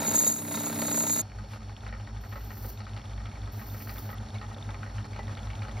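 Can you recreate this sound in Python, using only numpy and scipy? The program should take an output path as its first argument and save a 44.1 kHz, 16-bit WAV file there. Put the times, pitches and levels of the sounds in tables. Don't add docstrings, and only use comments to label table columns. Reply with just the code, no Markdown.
import sys
import numpy as np
from scipy import signal
from scipy.fft import rfft, irfft
from scipy.io import wavfile
from scipy.ndimage import uniform_filter1d

SR = 44100
rng = np.random.default_rng(int(sys.argv[2]) if len(sys.argv) > 2 else 0)


def persist_wave(psi):
    counts = np.round(np.clip(psi, -1, 1) * 32767).astype(np.int16)
    wavfile.write(sys.argv[1], SR, np.atleast_2d(counts).T)


N = 255780
TIME = np.arange(N) / SR
FREQS = np.maximum(np.fft.rfftfreq(N, 1 / SR), 1)

# (time [s], level [dB])
SCRAPE_LEVEL = [(0.0, -37), (0.165, -35.5), (0.195, -40), (0.28, -38.5), (0.34, -46), (0.448, -45),
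                (0.535, -38.5), (1.085, -37.5), (1.132, -43.5), (1.168, -38), (1.21, -40.5)]
# (frequency [Hz], density [dB per Hz])
SCRAPE_COLOUR = [(130, -19), (185, -13), (218, 5.5), (250, -5), (285, -1), (340, -9.5), (500, -8.5),
                 (640, -5), (740, -10.5), (900, -6), (1150, -11.5), (1350, -12), (1650, -13), (2050, -13),
                 (3250, -24), (3850, -15), (5300, -26.5), (9000, -28), (11200, -26), (14000, -24.5)]
# (time [s], level [dB])
DRONE_LEVEL = [(0.0, -38), (0.148, -38.5), (0.352, -41.5), (0.818, -35.5), (1.21, -40)]
# (multiple of the judder, level [dB])
DRONE_PARTIALS = [(1, -42), (2, -33), (3, -15), (4, -13), (5, -2.5), (6, -24), (7, 2), (8, -18), (9, 0),
                  (10, -10.5), (11, -21), (12, -21), (13, -11.5), (14, -20.5)]
# (time [s], strength [0-1])
SECOND_BITE = [(0, 0.85), (.25, 0.4), (.5, 0.2)]
# (time [s], extra level [dB])
BITE_EXTRA = [(0.54, 1.5), (0.571, 1), (0.633, 0), (0.818, 2.5), (0.88, 2), (0.911, 3.5), (1.003, 3),
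              (1.095, 1.5)]
# (frequency [Hz], level [dB], t60 [s])
POST_MODES = [(410, -11, 0.06), (540, -5, 0.044), (636, 5.5, 0.039), (826, -2.5, 0.04), (912, -2, 0.07),
              (1314, 0.5, 0.042)]
# (frequency [Hz], width [Hz], level [dB])
FLANK_MODES = [(8950, 350, 10), (10270, 660, -3.5), (13500, 1100, -3)]
# (time [s], level [dB])
CHIP_LEVEL = [(0.0, -52), (0.03, -44), (0.246, -42), (0.35, -50), (0.444, -59), (0.538, -45.5),
              (0.768, -51), (0.824, -44), (0.828, -45), (1.186, -42.5), (1.21, -42)]
# (frequency [Hz], width [Hz], level [dB])
CHIP_MODES = [(3808, 120, 7.5), (4350, 550, -0.5), (5700, 870, -3.5), (7260, 420, -1), (9900, 580, 5),
              (13600, 1200, -5.5)]
# (time [s], peak [dB])
SNAPS = [(0.0313, -28.5), (0.064, -32), (0.1077, -31), (0.161, -35), (0.2028, -30), (0.247, -30),
         (0.2637, -30), (0.3855, -37), (0.4778, -34), (0.5407, -35), (0.5701, -37), (0.7552, -36),
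         (0.7883, -30), (0.8175, -27), (0.8485, -37), (0.8792, -35), (0.913, -31), (1.0021, -29),
         (1.098, -28), (1.1743, -29), (1.187, -32)]
# (time [s], level [dB])
SQUEAL_LEVEL = [(0.0, -45), (0.046, -48), (0.084, -36), (0.11, -41), (0.116, -34.5), (0.13, -46),
                (0.148, -32.5), (0.217, -34), (0.232, -38.5), (0.262, -37), (0.278, -31), (0.31, -41.5),
                (0.322, -35.5), (0.33, -43.5), (0.416, -50.5), (0.43, -59), (0.552, -45), (0.582, -49),
                (0.684, -42), (0.706, -50), (0.784, -52), (0.792, -44), (0.852, -43.5), (1.01, -36.5),
                (1.054, -43.5), (1.138, -33), (1.148, -42.5), (1.21, -40)]
# (time [s], frequency [Hz])
SQUEAL_PITCH = [(0.0, 6840), (0.12, 6850), (0.16, 6790), (0.21, 6730), (0.28, 6800), (0.35, 6760),
                (0.65, 6900), (1.0, 6810), (1.21, 6910)]
# (frequency [Hz], width [Hz], level [dB])
TOOL_MODES = [(4540, 1240, -28), (6440, 84, -8), (6730, 63, -4), (6700, 53, -1), (6870, 140, -2),
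              (7100, 220, -3), (7500, 300, -6.5), (7800, 330, -13), (8280, 260, -28), (8980, 200, -3),
              (9300, 400, -22), (12600, 350, -19), (13340, 710, -14), (14200, 700, -28)]
# (time [s], level [dB], level above 2 kHz [dB], level below 900 Hz [dB],
# strength of the bounces [0-1])
HARD_KNOCKS = [(1.3865, -38, -55, -57, 0.7), (1.4404, -41.5, -46, -43, 0.8),
               (1.5344, -35.5, -44.5, -44, 0.8), (1.6951, -39.5, -57, -53, 0.5),
               (1.8343, -41, -57, -55, 0.5), (1.8653, -33.5, -45.5, -47, 0.9),
               (1.9261, -32.5, -44.5, -44, 0.8), (1.999, -39, -51, -44, 0.7), (2.074, -37, -49.5, -46, 0.9),
               (2.163, -39.5, -52, -56, 0.5), (2.237, -38.5, -56, -52, 0.5), (2.315, -43, -43, -52, 0.4),
               (2.325, -35, -56, -58, 0.2), (2.3569, -32.5, -50, -44, 1), (2.5054, -35, -49.5, -52, 0.6),
               (2.6443, -36, -54, -45, 1), (2.804, -35.5, -43, -51, 0.46), (2.8675, -35, -46, -56, 0.9),
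               (2.9647, -36, -46, -46, 1), (3.255, -36.5, -45, -50, 0.7), (3.475, -37, -59, -51, 0.6),
               (3.595, -38.5, -52, -56, 0.65), (3.6142, -35, -51.5, -46, 0.5),
               (3.7457, -37, -54.5, -52, 0.6), (3.8024, -40, -45, -50, 0.8), (3.873, -36, -52, -59, 0.7),
               (3.8936, -33.5, -40, -50, 0.55), (4.0916, -31, -48, -39, 0.8),
               (4.202, -39.5, -58, -51, 0.55), (4.3505, -36, -41, -41, 0.6), (4.414, -32, -48, -48, 0.7),
               (4.5121, -36, -61, -47, 0.6), (4.565, -36, -55, -38, 0.54), (4.691, -31, -49, -43, 0.7),
               (4.7443, -34, -47, -48, 0.3), (4.8309, -30.5, -50, -51, 0.4), (4.897, -42, -51, -55, 0.4),
               (4.9829, -34, -44, -52.5, 0.5), (5.044, -37, -47, -49.5, 0.6),
               (5.1326, -37.5, -40.5, -53, 0.5), (5.1621, -35, -47.5, -46, 0.7),
               (5.1921, -30.5, -44, -32.5, 0.5), (5.28, -33.5, -49, -46, 1),
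               (5.371, -34.5, -41.5, -40, 0.7), (5.471, -36.5, -55.5, -58, 0.5),
               (5.5027, -35.5, -42, -52, 0.8), (5.5324, -37.5, -43, -39, 0.5),
               (5.6201, -32.5, -43, -53, 0.4), (5.6503, -35, -57, -42, 0.6), (5.6833, -34.5, -44, -38, 0.9),
               (5.7698, -37, -44, -51, 0.6)]
# (frequency [Hz], width [Hz], level [dB])
KNOCK_MODES = [(552, 120, -1), (841, 82, 2), (1070, 73, -1), (1271, 118, 3), (1505, 250, -3),
               (1880, 130, -0.5), (2252, 370, -6.5), (2850, 420, -13), (4310, 740, -15.5)]
# (start [s], loudest [s], end [s], level when loudest [dB],
# rise [dB per s], fall [dB per s])
STROKES = [(2.209, 2.708, 2.79, -50.5, 33, 270), (3.519, 4.0, 4.145, -50, 17, 65)]
# (frequency [Hz], density [dB per Hz])
LOUD_HISS_COLOUR = [(3000, -38), (4300, -6), (6000, -10), (8000, -12), (10000, -2), (12000, -23),
                    (12800, -5), (13400, -13), (13900, 4), (14500, 2), (15600, -2)]
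# (frequency [Hz], width [Hz], level [dB])
FAINT_HISS_MODES = [(5950, 3200, -14.5), (13740, 920, 1)]
# (frequency [Hz], width [Hz], level [dB])
BLADE_MODES = [(276, 31, -1.5), (398, 110, -7)]
# (time [s], click level [dB])
CLINKS = [(2.3575, -44.5), (2.965, -47.5), (4.691, -47), (5.191, -37)]
# (frequency [Hz], level [dB], t60 [s])
STEEL_MODES = [(418, -8.5, 0.18), (577, 0, 0.03), (818, 0.5, 0.036), (1310, -12, .04), (1985, -5.5, 0.18)]
# (frequency [Hz], level [dB])
HUM = [(100.1, 0), (106.49, -5), (109.94, -11), (112.88, -14), (107.9, -13), (92.3, -16), (96.75, -17),
       (103.4, -18)]
# (frequency [Hz], level [dB])
RUMBLE = [(50.75, -2), (54.68, 0), (75.3, -14), (74.2, -16)]
# (time [s], level [dB])
RUMBLE_LEVEL = [(1.38, -43), (1.65, -47), (1.92, -41), (2.42, -41.5), (2.66, -41.5), (2.92, -46.5),
                (3.15, -39), (3.42, -41), (3.7, -46), (3.98, -42.5), (4.45, -47), (4.8, -42.5),
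                (5.2, -44.5), (5.5, -39.5), (5.75, -43)]
# (frequency [Hz], level against the hum [dB])
OVERTONES = [(124.9, -20), (131.3, -23), (200.3, -22), (213, -24), (225.3, -21), (300.4, -25)]
# (frequency [Hz], width [Hz], level [dB])
FRAME_MODES = [(30, 14, -12.5), (83, 22, 1.5), (105, 7.8, -8.5), (146, 26, -1), (219.3, 28.4, 1),
               (289, 23, -8), (408.6, 30.5, -8), (824, 87, -14.5)]
# (frequency [Hz], density [dB per Hz])
BEARING_COLOUR = [(300, -1), (400, -8.5), (550, -3), (830, 0), (1050, -7.5), (1300, -5.5), (2000, -13),
                  (2900, -17), (4300, -18), (4900, -22), (5700, -18), (7500, -19.5), (10000, -23.5),
                  (11000, -35.5), (12500, -38), (15500, -44)]
# (frequency [Hz], level [dB], side tone share [gain], flutter [rad])
WHINE = [(4369.6, -64.5, .75, .3), (5462, -63, .28, .65), (6554.4, -73.5, .55, .5)]
# (time [s], peak [dB])
HARD_TICKS = [(1.529, -57), (1.6305, -51.0), (1.6858, -52), (1.7259, -50), (1.7661, -44), (1.8067, -51),
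              (1.8867, -50.0), (2.0692, -49.5), (2.3283, -54), (2.7746, -50), (2.8546, -53),
              (2.8946, -50.0), (2.9346, -45), (3.0155, -50), (3.055, -51), (3.135, -48.5), (3.9829, -52),
              (4.1029, -48.0), (4.1838, -52), (4.2625, -50.5), (4.287, -48.0), (4.304, -54), (4.3441, -50),
              (4.3848, -47), (4.5844, -50.5), (4.6257, -49), (4.7056, -46.0), (5.2316, -47), (5.2713, -51),
              (5.3118, -50), (5.3517, -44), (5.3762, -42), (5.3915, -45.5), (5.5531, -46), (5.593, -48),
              (5.6325, -47.5)]
# (frequency [Hz], likeness [0-1])
LIKENESS = [(60, 1), (290, 0.99), (640, 0.69), (1410, 0.31), (2200, 1), (15000, 1)]
# (frequency [Hz], phase [rad])
STEREO_PHASE = [(4900, 0), (5900, -1.3), (7600, -2.9), (9600, -3.4), (10500, -4.7), (11100, -6.2),
                (14200, -6.5), (15400, -8.0)]
# (frequency [Hz], left minus right [dB])
STEREO_LEAN = [(100, 0), (280, -2), (600, -1), (1300, 1), (2200, 0)]

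CUT_STOP_S, BITE_S, JUDDER_HZ = 1.216, .818, 32.44
BITE_RISE, BITE_DECAY, RUB = .07, .21, .12
FLANK_DB = -40.5
SMALL_SNAPS_PER_S = 170

SETTLED_S = 1.3
HUM_DB, HUM_RISE_DB_PER_S = -43, 1.28
BEARING_DB, BEARING_RISE_DB_PER_S = -53.5, 0.97
HUM_CREST_S, RUMBLE_CREST_S = 4.988, 3.44
BEAT_HZ = HUM[1][0] - HUM[0][0]

KNOCK_LEAD_S, RATTLE_S, KNOCK_RISE_DB_PER_S = .014, .11, 1.5
KNOCK_DECAY_S, BOUNCE_S = 0.0041, 0.01
KNOCK_CRACK = 8

MOTOR_HZ, MOTOR_TICK_S = 24.843, 5.3505
TICK_HZ, TICK_WIDTH_HZ = 3550, 480
TICK_DB = -15.5
TICK_RUN_S, TICK_CREST_S = 1.21, 4.38

FINGER_S, FINGER_HALF_LENGTH_S, FINGER_DB = 1.53, 0.041, -53.5
CUTOFF_HZ = 15750


def cutting(post_gain_db=-5.0, waver_db=1.0, uneven_db=1.0, jitter=0.0046, post_lag=0.1884):
    turns = JUDDER_HZ * (TIME - BITE_S)
    drone = sum(from_db(db + waver_db * drift(8.0)) * np.sin(2 * np.pi * (multiple * turns + rng.random()))
                for multiple, db in DRONE_PARTIALS)

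    ages = (turns + jitter * drift(20.5) - np.array([[0], [.5]])) % 1
    strength = np.array([np.ones(N), in_time(SECOND_BITE)]) * from_db(uneven_db * drift(30))
    extra_db = sum(db * between(s - .003, s + .75 / JUDDER_HZ, .003) for s, db in BITE_EXTRA)
    strength *= from_db(extra_db)
    shape = (1 - np.exp(-ages / BITE_RISE)) * np.exp(-ages / BITE_DECAY)
    bite = RUB + np.sum(strength * shape, axis=0)
    bite /= np.sqrt(uniform_filter1d(bite ** 2, SR // 8))
    scrape = coloured(noise() * bite, SCRAPE_COLOUR)

    wraps = np.diff((ages - post_lag) % 1, prepend=0) < -.5
    jolts = np.sum(strength * wraps, axis=0)
    post = rms_one(sum(ring(jolts * from_db(2 * drift(28)), [mode]) for mode in POST_MODES))

    sound = from_db(in_time(DRONE_LEVEL)) * rms_one(drone) + chips(turns) + squeal()
    sound += from_db(FLANK_DB) * rms_one(resonate(noise(), FLANK_MODES))
    sound += from_db(in_time(SCRAPE_LEVEL)) * (from_db(post_gain_db) * post + scrape)
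    return sound * between(-1, CUT_STOP_S, .008)


def chips(turns, gain_db=0.5, snap=0.72, snap_width=0.041, grain_db=1.5, clump_db=3.0):
    from_bite = (turns + .5) % 1 - .5
    digging = 1 + snap * np.exp(-(from_bite / snap_width) ** 2)
    dust = noise() * digging * from_db(grain_db * drift(1000) + clump_db * drift(85))
    breaks = rng.random(N) < SMALL_SNAPS_PER_S * digging / SR
    small = breaks * rng.choice([-1, 1], N) * rng.uniform(.5, 2, N)
    crackle = rms_one(resonate(rms_one(dust) + rms_one(small), CHIP_MODES))
    return from_db(in_time(CHIP_LEVEL) + gain_db) * crackle


def squeal(hiss_gain_db=10.0, tone_gain_db=5, flicker_db=2.0, tone_flicker_db=3, wander_hz=65,
           octave_db=-13, lock=0.42):
    level_db = in_time(SQUEAL_LEVEL)
    hiss = rms_one(resonate(noise() * from_db(flicker_db * drift(90)), TOOL_MODES))
    phase = 2 * np.pi * np.cumsum(in_time(SQUEAL_PITCH) + wander_hz * drift(113)) / SR
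    wave = np.sin(phase) + from_db(octave_db) * np.sin(2 * phase)
    tone = rms_one(from_db(tone_flicker_db * drift(90)) * wave)
    locked_db = tone_gain_db + lock * (level_db - level_db.max())
    return from_db(level_db) * (from_db(hiss_gain_db) * hiss + from_db(locked_db) * tone)


def snaps(gain_db=3.0, decay_s=.002, crack=0.59, spread=0.035, colour_db=3.5, body_db=-2):
    out = np.zeros(N)
    for s, peak_db in SNAPS:
        modes = [(hz * (1 + spread * rng.standard_normal()), width, db + colour_db * rng.standard_normal())
                 for hz, width, db in CHIP_MODES]
        holder = (1990, 2100, body_db)
        add(out, s, from_db(peak_db + gain_db) * strike(modes + [holder], decay_s, crack))
    return out


def knocks(knock_gain_db=-10.0, tail=0.26, tail_decay_s=0.034, ragged_db=2.5, treble_share=0.89,
           bass_share=0.8, colour_db=2.5, edge_db=-22, count=3):
    out = np.zeros((2, N + SR))
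    age = TIME[:2 ** 12]
    grit = np.pad(noise(), ((0, 0), (0, SR)))
    ragged = np.pad(rms_one(from_db(ragged_db * drift(130))), (0, SR))
    for s, level_db, treble_db, bass_db, bounce in knock_pattern():
        start = round(s * SR)
        span = slice(start, start + len(age))
        since = age - np.cumsum(BOUNCE_S * (.5 + rng.random((count, 1))), axis=0)
        bounces = np.sum((since > 0) * np.exp(-np.abs(since) / KNOCK_DECAY_S), axis=0)
        loose = (bounce * bounces + tail * ragged[span]) * np.exp(-age / tail_decay_s)
        force = grit[:, span] * (np.exp(-age / KNOCK_DECAY_S) + loose)
        force[:, 0] += KNOCK_CRACK
        modes = [(2000, 2200, edge_db)]
        for hz, width, db in KNOCK_MODES:
            tilt_db = treble_share * treble_db * (hz > 2000) + bass_share * bass_db * (hz < 900)
            modes.append((hz, width, db + colour_db * rng.standard_normal() + tilt_db))
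        knock = resonate(force, modes)
        out[:, span] += from_db(level_db + knock_gain_db) * knock / np.std(knock[:, :SR // 100])
    return out[:, :N]


def knock_pattern(rattle_db=-46, rattle_spread_db=2.5, colour_db=4, rattle_bounce=0.33, count=3):
    hard_s, hard_db, treble_db, bass_db, bounce = np.transpose(HARD_KNOCKS)
    bright_db, deep_db = treble_db - hard_db, bass_db - hard_db
    hard = list(zip(hard_s, hard_db, bright_db - bright_db.mean(), deep_db - deep_db.mean(), bounce))

    crests = np.arange(HUM_CREST_S % (1 / BEAT_HZ), TIME[-1], 1 / BEAT_HZ)
    beats = np.repeat(crests[crests > CUT_STOP_S - RATTLE_S], count) - KNOCK_LEAD_S
    times = beats + RATTLE_S * rng.random(len(beats))
    rattle = []
    for s, (force, high, low) in zip(times, rng.standard_normal((len(beats), 3))):
        if np.abs(hard_s - s).min() > .03:
            level_db = rattle_db + KNOCK_RISE_DB_PER_S * (s - SETTLED_S) + rattle_spread_db * force
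            rattle.append((s, level_db, colour_db * high, colour_db * low, rattle_bounce))
    return hard + rattle


def filing(faint_db=2, loud_db=2.5, blade_db=-5, grain_db=2.5, flicker_db=2.0):
    level = 0
    for start, loudest, end, db, rise_db_per_s, fall_db_per_s in STROKES:
        below_db = np.maximum(rise_db_per_s * (loudest - TIME), fall_db_per_s * (TIME - loudest))
        level = level + from_db(db - below_db) * between(start, end, .006)
    rubbing = noise() * from_db(grain_db * drift(700) + flicker_db * drift(40))

    blend = level / level.max()
    faint = from_db(faint_db) * rms_one(resonate(rubbing, FAINT_HISS_MODES))
    loud = from_db(loud_db) * coloured(rubbing, LOUD_HISS_COLOUR)
    blade = from_db(blade_db) * rms_one(resonate(rubbing, BLADE_MODES))
    stroke = np.sqrt(blend) * loud + np.sqrt(1 - blend) * faint + blade

    skin = coloured(noise(), [(1200, 1), (5000, -6), (10000, -11), (15000, -24)])
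    touch = from_db(FINGER_DB) * np.exp(-((TIME - FINGER_S) / FINGER_HALF_LENGTH_S) ** 2)
    return level * stroke + touch * skin


def clinks():
    clicks = np.zeros(N)
    for s, click_db in CLINKS:
        clicks[round(s * SR)] = from_db(click_db)
    return ring(clicks, STEEL_MODES)


def machine(buzz_db=-16.5, frame_gain_db=-10.0, loaded_db=-24, loaded_hum_db=-5, throb_db=1.0, grain_db=1.5):
    loaded = between(-1, CUT_STOP_S, .05)
    rumble_db = in_time(RUMBLE_LEVEL) + loaded_db * loaded
    rumble = from_db(rumble_db) * beating(RUMBLE, RUMBLE_CREST_S).real

    swell = beating(HUM, HUM_CREST_S)
    octave = (swell ** 2 / (np.abs(swell) + .1)).real
    hum = swell.real + from_db(buzz_db) * rms_one(resonate(octave, [(226, 58, 0)]))
    for hz, db in OVERTONES:
        sine = np.sqrt(2) * np.sin(2 * np.pi * (hz * TIME + rng.random()))
        hum += from_db(db + 2 * drift(7.9)) * sine
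    frame = from_db(frame_gain_db) * rms_one(resonate(noise(), FRAME_MODES))
    hum_db = growing(HUM_DB, HUM_RISE_DB_PER_S) + loaded_hum_db * loaded

    beat = np.cos(2 * np.pi * BEAT_HZ * (TIME - HUM_CREST_S))
    rough = noise() * from_db(throb_db * beat + grain_db * drift(37))
    bearing_db = growing(BEARING_DB, BEARING_RISE_DB_PER_S)
    bearings = from_db(bearing_db) * coloured(rough, BEARING_COLOUR)
    return rumble + from_db(hum_db) * (hum + frame) + bearings


def beating(lines, crest_s):
    start = rng.random()
    tones = 0
    for hz, db in lines:
        cycles = hz * (TIME - crest_s) + start + 0.018 * drift(5.6)
        tones = tones + from_db(db) * np.exp(2j * np.pi * cycles)
    return tones / np.std(tones.real)


def motor(tick_decay_s=0.002, second_share=0.27, uneven_db=2.5, swell_db=2.5, whine_gain_db=-0.44):
    age = ((TIME - MOTOR_TICK_S) * MOTOR_HZ - np.array([[0], [.62]])) % 1 / MOTOR_HZ
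    first, second = np.exp(-age / tick_decay_s)
    run = np.cos(2 * np.pi * (TIME - TICK_CREST_S) / TICK_RUN_S)
    force = (first + second_share * second) * from_db(swell_db * run + uneven_db * drift(16))
    ticks = rms_one(resonate(noise() * force, [(TICK_HZ, TICK_WIDTH_HZ, 0)]))
    tick_db = growing(BEARING_DB, BEARING_RISE_DB_PER_S) + TICK_DB

    ripple = np.exp(2j * np.pi * HUM[0][0] * TIME)
    whine, sway = 0, drift(3.9)
    for hz, db, share, flutter in WHINE:
        wobble = flutter * (2 * sway + drift(38))
        level = from_db(db + whine_gain_db + 1.5 * drift(30))
        tone = level * np.exp(1j * (2 * np.pi * hz * TIME + wobble))
        whine = whine + (tone * (1 + share * ripple)).real
    return from_db(tick_db) * ticks + whine


def hard_ticks(gain_db=7, decay_s=0.0013, crack=1.6, spread=.04, click_db=-11, click_spread_db=4):
    out = np.zeros(N)
    for (s, peak_db), (pitch, edge) in zip(HARD_TICKS, rng.standard_normal((len(HARD_TICKS), 2))):
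        tick = (TICK_HZ * (1 + spread * pitch), TICK_WIDTH_HZ, 0)
        click = (2800, 2600, click_db + click_spread_db * edge)
        add(out, s, from_db(peak_db + gain_db) * strike([tick, click], decay_s, crack))
    return out


def growing(db, rise_db_per_s):
    return db + rise_db_per_s * np.maximum(TIME - SETTLED_S, 0)


def strike(modes, decay_s, crack):
    age = TIME[:2 ** 11]
    burst = rng.standard_normal(len(age)) * np.exp(-age / decay_s)
    burst /= np.linalg.norm(burst)
    burst[0] += crack
    hit = resonate(burst, modes)
    return hit / np.abs(hit).max()


def ring(clicks, modes):
    age = TIME[:SR // 4]
    response = sum(from_db(db - 60 * age / t60) * np.sin(2 * np.pi * hz * age) for hz, db, t60 in modes)
    return signal.fftconvolve(clicks, response)[:N]


def resonate(x, modes):
    size = x.shape[-1]
    freqs = np.fft.rfftfreq(size, 1 / SR)
    power = sum(from_db(2 * db) / (1 + ((freqs - hz) * np.pi / 2 / width) ** 2) ** 2
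                for hz, width, db in modes)
    cepstrum = irfft(np.log(power + 1e-12) / 2, size)
    cepstrum[1:size // 2] *= 2
    cepstrum[size // 2 + 1:] = 0
    return irfft(rfft(x) * np.exp(rfft(cepstrum)), size)


def coloured(x, spectrum):
    skirt = 1 / np.sqrt(1 + (spectrum[0][0] / FREQS) ** 8)
    return rms_one(irfft(rfft(x) * from_db(at_hz(spectrum)) * skirt, N))


def noise():
    alike = np.clip(at_hz(LIKENESS), 0, 1)
    mid, side = rfft(rng.standard_normal((2, N)))
    return rms_one(irfft(np.sqrt(1 + alike) * mid + np.sqrt(1 - alike) * side * [[1], [-1]], N))


def drift(rate_hz):
    return rms_one(irfft(rfft(rng.standard_normal(N)) / (1 + (FREQS / rate_hz) ** 4), N))


def between(start, end, fade):
    return np.clip((TIME - start) / fade + .5, 0, 1) * np.clip((end - TIME) / fade + .5, 0, 1)


def in_time(curve):
    s, value = np.transpose(curve)
    return np.interp(TIME, s, value)


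def at_hz(points):
    hz, value = np.transpose(points)
    return np.interp(np.log(FREQS), np.log(hz), value)


def from_db(db):
    return 10 ** (np.asarray(db) / 20)


def rms_one(x):
    return x / np.sqrt(np.mean(x ** 2) + 1e-20)


def add(out, s, sound):
    start = round(s * SR)
    out[start:start + len(sound)] += sound[:N - start]


def scene():
    work = cutting() + snaps() + knocks() + filing() + clinks()
    return work + machine() + motor() + hard_ticks()


def record(dry):
    half_difference = at_hz(STEREO_LEAN) * np.log(10) / 40 + .5j * at_hz(STEREO_PHASE)
    stereo = irfft(rfft(dry) * np.exp(half_difference * [[1], [-1]]), N)
    return signal.sosfilt(signal.ellip(12, .1, 90, CUTOFF_HZ, fs=SR, output="sos"), stereo)


dry = scene()
out = record(dry)
persist_wave(out)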